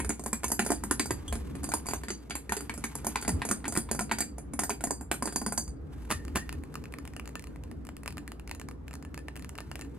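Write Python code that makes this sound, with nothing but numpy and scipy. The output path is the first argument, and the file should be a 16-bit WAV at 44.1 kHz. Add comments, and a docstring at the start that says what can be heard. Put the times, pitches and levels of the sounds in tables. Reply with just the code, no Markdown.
"""Fingernails drum on the metal lid of a wax-filled glass jar, then on its glass wall, close to two ports in an office.
Ventilation, a wandering hum and faint brushing of hands (filtered noise, a sine) lie under everything.
From the start the lid rings bright and short: noise cracks, sheet-metal modes and a hollow knock; bumps
and a squeak (gliding and wavering sines) join in. At six seconds the jar changes hands and the loose lid
rattles on the rim; then the glass gives dry ticks, noise bursts with modes damped by wax and palms."""
import sys
import numpy as np
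from scipy import signal
from scipy.fft import rfft, irfft, next_fast_len
from scipy.io import wavfile
from scipy.ndimage import uniform_filter1d

SR = 44100
rng = np.random.default_rng(int(sys.argv[2]) if len(sys.argv) > 2 else 0)


def transcribe(signal):
    """Save signal, clipped to [-1, 1], as a 16-bit WAV file at the path in sys.argv[1]."""
    frames = np.atleast_2d(signal).T
    limited = np.clip(frames, -1, 1)
    pcm = np.round(limited * 32767).astype(np.int16)
    wavfile.write(sys.argv[1], SR, pcm)


N = 440118

# Ventilation colour, with a broad drone near 70 Hz. Each row: frequency in Hz, relative level in dB.
AIR_COLOUR = [(25, -22), (42, -35.5), (52, -8), (60, -7.5), (70, 2.5), (84, -6), (100, -15), (147, -6),
              (180, -13.5), (290, -8), (340, -16), (470, -18.5), (560, -27.5), (1500, -37), (3000, -54.5),
              (12500, -69.5), (13800, -93)]
# Likeness of the ventilation at the two ports. 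Each row: frequency in Hz, left-right correlation from 0 to 1.
AIR_LIKENESS = [(40, 0.88), (100, 1), (200, 0.58), (1000, 0.041), (10000, 0.11)]
# Swells of the ventilation. Each row: time in seconds, rumble level in dB, rush level in dB.
AIR_SWELLS = [(0.0, -36, -41), (0.19, -53.5, -49), (1.47, -38, -42.5), (2.25, -53, -48.5),
              (3.19, -51, -47.5), (3.36, -39, -38), (3.45, -45.5, -43.5), (5.09, -51, -47),
              (6.2, -41, -45.5), (7.42, -51, -45.5), (7.59, -46.5, -46.5), (9.98, -49, -46.5)]
HUM_HZ, HUM_DB, HUM_WANDER = 60.05, -48, 0.031  # mean pitch, RMS level, RMS wander as a share of the pitch

# Skin and sleeves brushing the jar. Each row: time in seconds, level in dB.
BRUSH_LEVELS = [(0.0, -69), (1.45, -58), (2.47, -67), (3.11, -56), (5.6, -98), (5.95, -64), (8.8, -78),
                (9.98, -63)]
# Colour of the brushing. Each row: frequency in Hz, relative level in dB.
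BRUSH_COLOUR = [(300, -48), (800, 10.5), (2500, 1), (4000, -4), (11000, -9.5), (12500, -3), (13800, -78)]

# Nails on the lid. Each row: start in seconds, tap level in dB, then hollow knock and nail click in dB
# relative to the tap.
LID_TAPS = [(0.0014, -25, -2.5, -0.5), (0.0468, -28.5, -16, -5), (0.0928, -17.5, -8.5, -13),
            (0.1045, -31, 5.5, 4), (0.195, -32, 4.5, -6), (0.2383, -29.5, -20, -22),
            (0.2613, -23.5, -3.5, -8.5), (0.3298, -17.5, -8, -6.5), (0.4334, -29.5, -2, 1.5),
            (0.4424, -18, -20, -7), (0.4813, -25.0, -24, -14.5), (0.5025, -29.5, -2.5, -29.5),
            (0.5173, -13, -16, -15), (0.593, -17, -1, 2), (0.623, -33.5, 5, -2), (0.6489, -27, -22, -23),
            (0.663, -20.5, -11.5, -7.5), (0.6903, -41, 7, 9), (0.7038, -20, 5.5, -9),
            (0.7183, -18, -6, -7.5), (0.8369, -25, -0.5, -8), (0.9103, -13.5, -6, -7.5),
            (0.9959, -17.5, -1.5, 0.5), (1.0575, -25.5, -11, -18), (1.1073, -22, 3, -2.5),
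            (1.2795, -32, -17, -18), (1.3259, -25.5, -1, -2.5), (1.3543, -33, 5, 0), (1.553, -40, 8.5, 2),
            (1.6327, -31, -8, -20), (1.6413, -24, -8, -7), (1.6898, -27, -5, -14), (1.7183, -27.5, -18, -2),
            (1.738, -15.5, -6, -11), (1.858, -36.5, 5, -10), (1.8664, -27, -33, -11),
            (1.8866, -24, -13, -4.5), (1.91, -28.5, -3, -1), (1.935, -23, -8, -1.5), (2.035, -36.5, -2, 5),
            (2.0837, -29, -7, 2), (2.1039, -25.5, -1.5, -1.5), (2.2979, -37, 2, -3), (2.3067, -32, -4, 7.5),
            (2.3531, -23, -14, -3), (2.4941, -32, 3.5, 6), (2.5215, -20.5, -9.5, 1),
            (2.5666, -23.5, -6, -1), (2.6067, -30.5, -3, -4), (2.6955, -35, 5, 10),
            (2.7397, -31.5, -11, -11), (2.7767, -31.5, -2, -18), (2.8398, -22.5, -8, -0.5),
            (2.9533, -24, -8, -14), (3.0463, -28, -2.5, -6), (3.0673, -17.5, -7, -11), (3.1574, -26, -8, 7),
            (3.2127, -31.5, -31, -19), (3.225, -28.5, -9, -3), (3.249, -36.5, -3, 6),
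            (3.2788, -18.5, -1, -6), (3.2915, -21.5, -3.5, -5.5), (3.4184, -33, 1.5, 11),
            (3.4514, -23, -6, -10.5), (3.489, -23.0, -23, -6.5), (3.503, -30.5, 1, -11),
            (3.512, -14, -8.5, -9), (3.6426, -44, 13, 15.5), (3.6542, -35, 9, 10), (3.68, -20.5, -11, -15),
            (3.7232, -25, -15.5, -11), (3.739, -35, -10, -8), (3.7528, -25, -0.5, -9), (3.764, -26, -6, -1),
            (3.7738, -15.5, -4.5, -10.5), (3.8893, -48.5, 6, 14.5), (3.9133, -17.0, -11, -7.5),
            (3.9478, -27.5, 0, -13), (3.961, -43, -1, -8), (3.9919, -21.5, -2, -1), (4.0077, -23, -4, -19),
            (4.095, -50, 0, 14), (4.1132, -27, 10, 11), (4.12, -24, -27, -7), (4.1854, -22, -16, -7.5),
            (4.2056, -15.5, -24, -11.5), (4.2213, -33.5, -4.5, 0.5), (4.3825, -33.5, 0, -12),
            (4.5352, -29.5, 4, -11), (4.5918, -16, -12.5, -6), (4.6182, -31, 2, -7),
            (4.6353, -19, -13, -9.5), (4.679, -52, 4, -8.5), (4.6945, -21, -3, -25),
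            (4.7037, -25, 2.5, 1.5), (4.808, -35, 1, 0), (4.839, -18, -5.5, -8), (4.8713, -29.5, 4, -17),
            (4.9075, -19.5, -4.5, -16.5), (5.0102, -34, 1.5, -26), (5.1143, -19.5, -9, 2),
            (5.1406, -29, -6, -16), (5.224, -23, 4, -5.5), (5.256, -21, -6, -17), (5.2748, -28.5, 7, 0.5),
            (5.3241, -31.5, -8.5, -8), (5.3596, -16, -12, -10.5), (5.4154, -29.5, 5, -10),
            (5.4631, -20, -1.5, -10), (5.4855, -38, 4, -27), (5.5228, -22, -8, -15),
            (5.5766, -15, -19.5, -17.5), (5.6784, -38, -14, -17)]
# Crowded groups of sheet-metal modes. Each row: frequency in Hz, relative level in dB.
SHEET_MODES = [(6300, -4), (6840, -4), (7400, -3), (7600, -4), (8340, -2), (8560, -4), (8950, -7),
               (9250, -2), (9650, -5), (9910, -3), (10250, -1), (10750, -6), (11120, -3), (11550, -5),
               (12100, -8), (12750, -6), (13500, -13), (14900, -15)]
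LID_T60 = 0.15  # s, before resting fingers damp the sheet further
# The lid's lowest clear tone. Each row: frequency in Hz, relative level in dB, T60 in seconds.
LID_TONE = [(4750, 0, 0.17)]
# How strongly the struck spot wakes that tone. Each row: time in seconds, level in dB relative to the tap.
TONE_LEVELS = [(.2, -40), (.593, -28), (.704, -22), (.91, -47), (.996, -14), (1.33, -35), (1.69, -19),
               (1.738, -35), (1.887, -12.5), (1.935, -28), (2.1, -11), (2.307, -8.5), (2.353, -45),
               (2.567, -21), (2.84, -32), (3.067, -38), (3.157, -14), (3.45, -29), (3.68, -26), (3.77, -30),
               (4.0, -22.5), (4.11, -15), (4.2, -17.5), (4.535, -46), (4.7, -17.5), (4.84, -38),
               (4.91, -16), (5.11, -53), (5.256, -14), (5.46, -16), (5.523, -35), (5.577, -15)]
# Air under the lid. Each row: frequency in Hz, relative level in dB, T60 in seconds.
HOLLOW_MODES = [(217.2, -4, 0.15), (287.6, -3.5, 0.14), (411.7, -4, 0.07), (726, 2, 0.03), (940, 4, 0.026),
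                (1423, -2.5, 0.024), (1848, -6.5, 0.05), (2350, -10, 0.072)]
# Colour of the nail's crack on the lid. Each row: frequency in Hz, relative level in dB.
LID_CRACK = [(1760, -8), (3000, -53), (4200, -19.5), (4800, 2.5), (5650, -4.5), (6300, 3.5), (7370, 8),
             (9940, 4), (13200, -10.5), (14000, 8.5), (15500, -23.5), (16500, -59.5)]
# Colour of the burst inside the knock. Each row: frequency in Hz, relative level in dB.
KNOCK_CRACK = [(180, -42), (300, 0), (585, -9), (921, -16.5), (1240, -11.5), (1780, -9), (3060, -19.5),
               (4500, -20), (5850, -36.5), (9900, -120)]
SNAP_DB, SHEET_DB, HOLLOW_DB = -4.5, -14, 1
SPOT_SPREAD_DB = 5.5  # how unevenly the struck spots weight the sheet modes
USUAL_TONE_DB, LOWER_PER_DB = -35.5, 0.21  # spots that wake the tone also favour the lower sheet modes
GRIP_DB_PER_S = 128  # the most extra damping that resting fingers lay on the sheet
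MID_DB, MID_PER_DB = -2.5, 0.51  # the middle of the knock follows the hollow only in part

# Dull bumps sinking in pitch. Each row: start in seconds, level in dB, start pitch in Hz, end pitch in Hz,
# length in seconds.
BUMPS = [(1.1, -33.5, 215, 68, 0.045), (3.29, -30, 298, 119, 0.054), (3.33, -25.5, 100, 65.5, 0.058)]
# A short squeak. Its one row: start in seconds, level in dB, mean pitch in Hz, length in seconds.
SQUEAK = (1.279, -38, 3400, .018)

# The loose lid knocks on the rim as the jar changes hands. Each row: start in seconds, level in dB.
RATTLE_KNOCKS = [(6.02, -50), (6.05, -46), (6.097, -39), (6.103, -22.5), (6.111, -18.5), (6.117, -26.5),
                 (6.122, -21.5), (6.353, -30), (6.357, -18), (6.362, -27), (6.367, -24.5), (6.371, -22.5)]
# Colour of those knocks. Each row: frequency in Hz, relative level in dB.
RATTLE_COLOUR = [(120, -41), (200, 6.5), (322, -0.5), (500, -21), (722, -2.5), (1840, -7), (3700, -17.5),
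                 (7000, -16.5), (12500, -18), (16000, -27)]

# Nails on the glass wall. Each row: start in seconds, level in dB.
GLASS_TAPS = [(6.251, -38), (6.281, -33), (6.493, -25), (6.527, -29), (6.637, -38), (6.742, -33.5),
              (6.755, -27.5), (6.84, -33), (6.856, -34.5), (6.924, -40), (6.939, -26.5), (6.986, -33.5),
              (7.053, -34), (7.076, -30.5), (7.136, -39.5), (7.165, -29), (7.197, -27), (7.257, -38),
              (7.276, -35.5), (7.292, -39), (7.355, -24.5), (7.395, -32.5), (7.424, -41), (7.441, -35),
              (7.471, -42), (7.56, -41.5), (7.637, -41), (7.714, -37.5), (7.851, -40), (7.869, -38),
              (7.89, -30.5), (7.967, -34), (8.034, -38.5), (8.06, -28), (8.078, -24), (8.084, -34),
              (8.106, -38), (8.125, -38), (8.171, -33.5), (8.181, -30.5), (8.278, -27.5), (8.319, -32),
              (8.397, -36.5), (8.476, -31.5), (8.495, -36), (8.513, -22), (8.549, -34), (8.598, -32),
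              (8.615, -30.5), (8.687, -30), (8.712, -38.5), (8.881, -34), (8.91, -34), (8.931, -41),
              (8.939, -33.5), (8.954, -37), (9.026, -39), (9.05, -37.5), (9.144, -31), (9.177, -28.5),
              (9.191, -38), (9.284, -28), (9.357, -33), (9.365, -29.5), (9.374, -38), (9.395, -39),
              (9.424, -32.5), (9.446, -31), (9.493, -30.5), (9.554, -37), (9.579, -34), (9.586, -27.5),
              (9.605, -27), (9.715, -28), (9.756, -27), (9.793, -31.5), (9.802, -45), (9.812, -33.5),
              (9.82, -34.5), (9.848, -43)]
# Modes of the glass wall. Each row: frequency in Hz, relative level in dB, T60 in seconds before the palms damp it.
GLASS_MODES = [(964, -3, 0.031), (1240, 1, 0.028), (1800, -5, 0.31), (2512, -6.5, 0.056),
               (2766, -0.5, 0.026), (7130, -5, 0.1), (9470, -5.5, 0.097)]
# Colour of the nail's crack on the glass. Each row: frequency in Hz, relative level in dB.
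GLASS_CRACK = [(350, -14.5), (600, -9), (1580, -10.5), (2500, -7), (3440, -29.5), (4670, -9.5),
               (6080, -18.5), (7800, -13.5), (12300, -19), (14000, -12), (16500, -36)]
# harder taps gain less treble than body
USUAL_GLASS_DB, TREBLE_DB, TREBLE_PER_DB, TREBLE_SPREAD_DB = -31, -4.5, -0.25, 2

# Office reverberation. Each row: frequency in Hz, T60 in seconds.
OFFICE_T60 = [(200, 0.17), (1000, 0.18), (4000, 0.2), (12500, 0.18)]
# Balance of near sounds. Each row: frequency in Hz, left minus right in dB.
PORT_BALANCE = [(130, 0), (290, -4), (640, -4.5), (1410, 0.5), (3100, 1.5), (6820, -3.5), (12000, 0)]
# Phase between the ports for the lid. Each row: frequency in Hz, lead of the left port in radians.
LID_PHASE = [(0, 0), (340, -0.4), (780, 1.0), (1030, 0.2), (1890, 0.6), (2410, -0.6), (3880, -0.6),
             (5510, -2.3), (7320, -1.6), (9390, -0.1), (10900, 0.2), (13400, 2.9), (16300, 2.5)]
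# Phase between the ports for the glass. Each row: frequency in Hz, lead of the left port in radians.
GLASS_PHASE = [(0, 0), (1810, 0.9), (3100, -1.8), (5170, -2), (11300, 0.6), (13400, 2.5)]
# The jar sways across the microphone. Each row: time in seconds, added delay of the knock at the left port in ms.
SWAY = [(0, 0.017), (.7, 0.069), (1.6, -0.11), (2.5, -0.1), (3.6, -0.043), (4.4, 0.003), (5.1, 0.00074),
        (5.7, -0.017)]
EDGE_HZ = 16500


def amp(db):
    """Turns decibels into a gain."""
    return 10 ** (np.asarray(db) / 20)


def evened(x):
    """Scales a signal to an RMS of one."""
    return x / np.sqrt(np.mean(x ** 2) + 1e-20)


def read(points, hz):
    """Reads a curve along a logarithmic frequency axis."""
    f, value = np.transpose(points)
    return np.interp(np.log(hz + 1), np.log(f + 1), value)


def add(mix, s, sound):
    """Lays a sound into the mix at s seconds."""
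    part = mix[max(round(s * SR), 0):][:len(sound)]
    part += sound[:len(part)]


def parted(x, hz):
    """The part below hz and the part above it."""
    low = signal.sosfilt(signal.butter(2, hz, fs=SR, output="sos"), x)
    return low, x - low


def crack(colour, count, t60, rise, solid=0):
    """Short bursts of coloured noise, one row a blow, all of equal energy; solid adds one firm click at the front."""
    t = np.arange(2048) / SR
    push = rng.standard_normal((count, 2048))
    push[:, 10] += solid
    noise = irfft(rfft(push) * amp(read(colour, np.fft.rfftfreq(2048, 1 / SR))))
    shape = amp(-60 * t / t60) * (1 - np.exp(-t / rise))
    burst = noise * shape
    return burst * np.linalg.norm(shape) / np.linalg.norm(burst, axis=1, keepdims=True)


def ring(modes, count, spread_db, seconds=0.34, split=0.0046, size=3):
    """Every blow lands on another spot and weights the modes anew; uneven walls split each mode into a group."""
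    hz, db, t60 = np.repeat(np.transpose(modes), size, axis=1)[:, :, None]
    t = np.arange(int(seconds * SR)) / SR
    hz = hz * (1 + split * rng.standard_normal(hz.shape))
    shapes = amp(db - 60 * t / t60) * np.sin(2 * np.pi * hz * t)
    spot = amp(spread_db * np.repeat(rng.standard_normal((count, len(modes))), size, axis=1))
    blows = (spot * rng.standard_normal(spot.shape)) @ shapes / np.linalg.norm(amp(db))
    energy = np.linalg.norm(blows, axis=1, keepdims=True)
    return blows * np.median(energy) / energy  # every blow hands over the same energy


def ventilation():
    """Patchy noise: a rumble below the split and a rush above it, each swelling on its own."""
    frames, hz = N // 1024 + 5, np.fft.rfftfreq(4096, 1 / SR)
    a, b, c, d, patches = rng.standard_normal((frames, 2049, 5)).T
    patches = uniform_filter1d(patches, 20, axis=0)  # smooth across frequency
    patches = evened(uniform_filter1d(patches, 4, axis=1))  # smooth across time
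    same = np.clip(read(AIR_LIKENESS, hz), -1, 1)[:, None]
    left = a + 1j * b
    right = same * left + np.sqrt(1 - same ** 2) * (c + 1j * d)
    spectra = np.array([left, right]) * amp(read(AIR_COLOUR, hz)[:, None] + 2.0 * patches)
    low = 1 / (1 + (hz[:, None] / 105) ** 12)  # split at 105 Hz
    rumble, rush = (evened(signal.istft(spectra * gain, nperseg=4096, noverlap=3072)[1][:, :N])
                    for gain in (low, 1 - low))
    s, rumble_db, rush_db = np.transpose(AIR_SWELLS)
    t = np.arange(N) / SR
    return amp(np.interp(t, s, rumble_db)) * rumble + amp(np.interp(t, s, rush_db)) * rush


def hum():
    """A low tone in the ventilation whose pitch wanders slowly."""
    wander = uniform_filter1d(rng.standard_normal(N), size=6000)
    wander = evened(uniform_filter1d(wander, size=6000))
    turns = np.cumsum(HUM_HZ * (1 + HUM_WANDER * wander)) / SR
    return amp(HUM_DB) * np.sqrt(2) * np.sin(2 * np.pi * turns)


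def hands():
    """Skin and sleeves brush the jar: faint coloured noise with an uneven level."""
    colour = amp(read(BRUSH_COLOUR, np.fft.rfftfreq(N, 1 / SR)))
    noise = irfft(rfft(rng.standard_normal(N)) * colour, N)
    uneven = evened(uniform_filter1d(rng.standard_normal(N), 600))
    level_db = np.interp(np.arange(N) / SR, *np.transpose(BRUSH_LEVELS))
    return evened(noise) * amp(level_db + 3.5 * uneven)


def sheet_modes():
    """The lid's mode groups with their common decay."""
    return [(hz, db, LID_T60) for hz, db in SHEET_MODES]


def lid():
    """A crack of the nail, the ringing sheet metal, the knock of the hollow beneath, and a small rebound."""
    out, knock, count = np.zeros(N), np.zeros(N), len(LID_TAPS)
    snap = crack(LID_CRACK, count, 0.019, 0.00048)
    snap += amp(-5.0) * crack(LID_CRACK, count, 0.029, 0.0014)
    snap_low, snap_high = parted(snap, 7800)
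    sheet = ring(sheet_modes(), count, SPOT_SPREAD_DB, size=26, split=0.0072)
    sheet_low, sheet_high = parted(sheet, 7800)
    tone = ring(LID_TONE, count, 0, split=0.00593, size=9)

    # the knock, burst and air modes alike, falls into deep, middle and click
    burst = crack(KNOCK_CRACK, count, 0.01, 0.00041, solid=6.7)
    burst += amp(-10.0) * crack(KNOCK_CRACK, count, 0.055, 0.0019)
    dull, burst_click = parted(burst, 1700)
    burst_deep, burst_mid = parted(dull, 550)
    air = amp(HOLLOW_DB) * ring(HOLLOW_MODES, count, 3.7, split=0.0605, size=12)
    hollow, air_click = parted(air, 1760)
    air_deep, air_mid = parted(hollow, 550)

    lag, rebound, grip = rng.random((count, 3)).T
    t = np.arange(tone.shape[1]) / SR
    for k, (s, db, knock_db, click_db) in enumerate(LID_TAPS):
        deep, mid, click = amp(db + np.array([knock_db, MID_DB + MID_PER_DB * knock_db, click_db]))
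        thud = deep * burst_deep[k] + mid * burst_mid[k] + click * burst_click[k]
        tone_db = np.interp(s, *np.transpose(TONE_LEVELS))
        lower = amp(LOWER_PER_DB * (tone_db - USUAL_TONE_DB))
        tick = amp(db + SNAP_DB) * (lower * snap_low[k] + snap_high[k])
        again = s + 0.003 + 0.014 * lag[k]  # s, moment of the rebound
        weaker = amp(-10.5 - 7.4 * rebound[k])
        for mix, sound in (out, tick), (knock, thud):
            add(mix, s, sound)
            add(mix, again, weaker * sound)
        damped = amp(db + SHEET_DB - GRIP_DB_PER_S * grip[k] * t)
        add(out, s, damped * (lower * sheet_low[k] + sheet_high[k]))
        add(out, s, amp(db + tone_db) * tone[k])
        add(knock, s, deep * air_deep[k] + mid * air_mid[k] + click * air_click[k])
    return out, knock


def bump():
    """Soft low swings whose pitch sinks as they swell and die."""
    out = np.zeros(N)
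    for s, db, start_hz, end_hz, length in BUMPS:
        u = np.arange(0, 1, 1 / (length * SR))
        turns = np.cumsum(start_hz * (end_hz / start_hz) ** u) / SR
        add(out, s, amp(db) * np.sin(np.pi * u) * np.sin(2 * np.pi * turns))
    return out


def squeak():
    """A wavering tone that starts quickly."""
    s, db, hz, length = SQUEAK
    out, size = np.zeros(N), int(length * SR)
    waver = evened(uniform_filter1d(rng.standard_normal(size), 80))
    turns = np.cumsum(hz * (1 + 0.053 * waver)) / SR
    swell = np.sin(np.pi * np.linspace(0, 1, size) ** 0.5)
    add(out, s, amp(db) * swell * np.sin(2 * np.pi * turns))
    return out


def rattles():
    """The loose lid knocks on the rim; each knock also rings the glass and the lid."""
    out, count = np.zeros(N), len(RATTLE_KNOCKS)
    knocks = crack(RATTLE_COLOUR, count, 0.028, 0.00069)
    wall = ring(GLASS_MODES, count, 0.91, split=0.04, size=20)
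    sheet = ring(sheet_modes() + LID_TONE, count, 1.8, size=8)
    for k, (s, db) in enumerate(RATTLE_KNOCKS):
        add(out, s, amp(db) * knocks[k])
        add(out, s, amp(db) * (amp(-12.0) * wall[k] + amp(-22.5) * sheet[k]))
    return out


def glass():
    """Dry ticks: both palms damp the wall's modes, now and then loosely; light touches are thinner and brighter."""
    out, count = np.zeros(N), len(GLASS_TAPS)
    palm_t60 = 0.03 + 0.3 * rng.random((count, 1)) ** 4  # s, mostly short
    palms = amp(-60 * np.arange(2048) / SR / palm_t60)
    snap = crack(GLASS_CRACK, count, 0.01, 0.000089, solid=9)
    snap += amp(-6.5) * palms * ring(GLASS_MODES, count, 1.4, 2048 / SR, split=0.0197, size=10)
    low, high = parted(snap, 4160)
    chance = rng.standard_normal(count)
    for k, (s, db) in enumerate(GLASS_TAPS):
        treble_db = TREBLE_DB + TREBLE_PER_DB * (db - USUAL_GLASS_DB) + TREBLE_SPREAD_DB * chance[k]
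        add(out, s, amp(db) * (low[k] + amp(treble_db) * high[k]))
    return out


def office(x):
    """Sparse reflections of random sign, each band dying at its own speed."""
    taps = np.zeros((2, SR // 2))
    at = np.arange(160, SR // 2 - 20, 20)
    at = at + rng.integers(0, 20, (2, len(at)))
    np.put_along_axis(taps, at, rng.choice([-1., 1.], at.shape), 1)
    hz, t, z = signal.stft(taps, SR, nperseg=128)
    decay = amp(-60 * t / read(OFFICE_T60, hz)[:, None])
    tail = signal.istft(z * decay, SR, nperseg=128)[1]
    return signal.fftconvolve(x[None], tail / np.linalg.norm(tail[0]), axes=1)[:, :N]


def ports(x, phase):
    """The two ports hear a near source with a phase and level difference that depends on pitch."""
    size = next_fast_len(N)
    hz = np.fft.rfftfreq(size, 1 / SR)
    half = np.exp(0.5j * read(phase, hz)) * amp(0.5 * read(PORT_BALANCE, hz))
    return irfft(rfft(x, size) * np.array([half, 1 / half]), size)[:, :N]


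def swayed(x):
    """Shifts the two channels against each other as the jar moves."""
    t = np.arange(N) / SR
    lag = np.interp(t, *np.transpose(SWAY)) / 2000  # ms to s, half for each port
    return np.array([np.interp(t - lag, t, x[0]), np.interp(t + lag, t, x[1])])


def scene():
    """Sends the near sounds to the ports and the office, then lays the bumps and the air underneath."""
    metal, knock = lid()
    wall = glass() + hands()
    top = metal + rattles() + squeak()
    room = office(amp(-9.0) * top + amp(-7) * knock + amp(-12.5) * wall)
    wide, narrow = parted(room, 5500)  # the ports hear the room's treble nearly alike
    near = ports(top + narrow[0], LID_PHASE) + swayed(ports(knock, LID_PHASE)) + ports(wall, GLASS_PHASE)
    treble_width = 0.19 * (narrow - narrow[::-1])
    return near + wide + treble_width + bump() + hum() + ventilation()


def record(dry):
    """A steep low-pass closes the top of the band."""
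    low_pass = signal.firwin(511, EDGE_HZ, window=("kaiser", 9), fs=SR)
    return signal.oaconvolve(dry, low_pass[None], "same")


dry = scene()
out = record(dry)
transcribe(out)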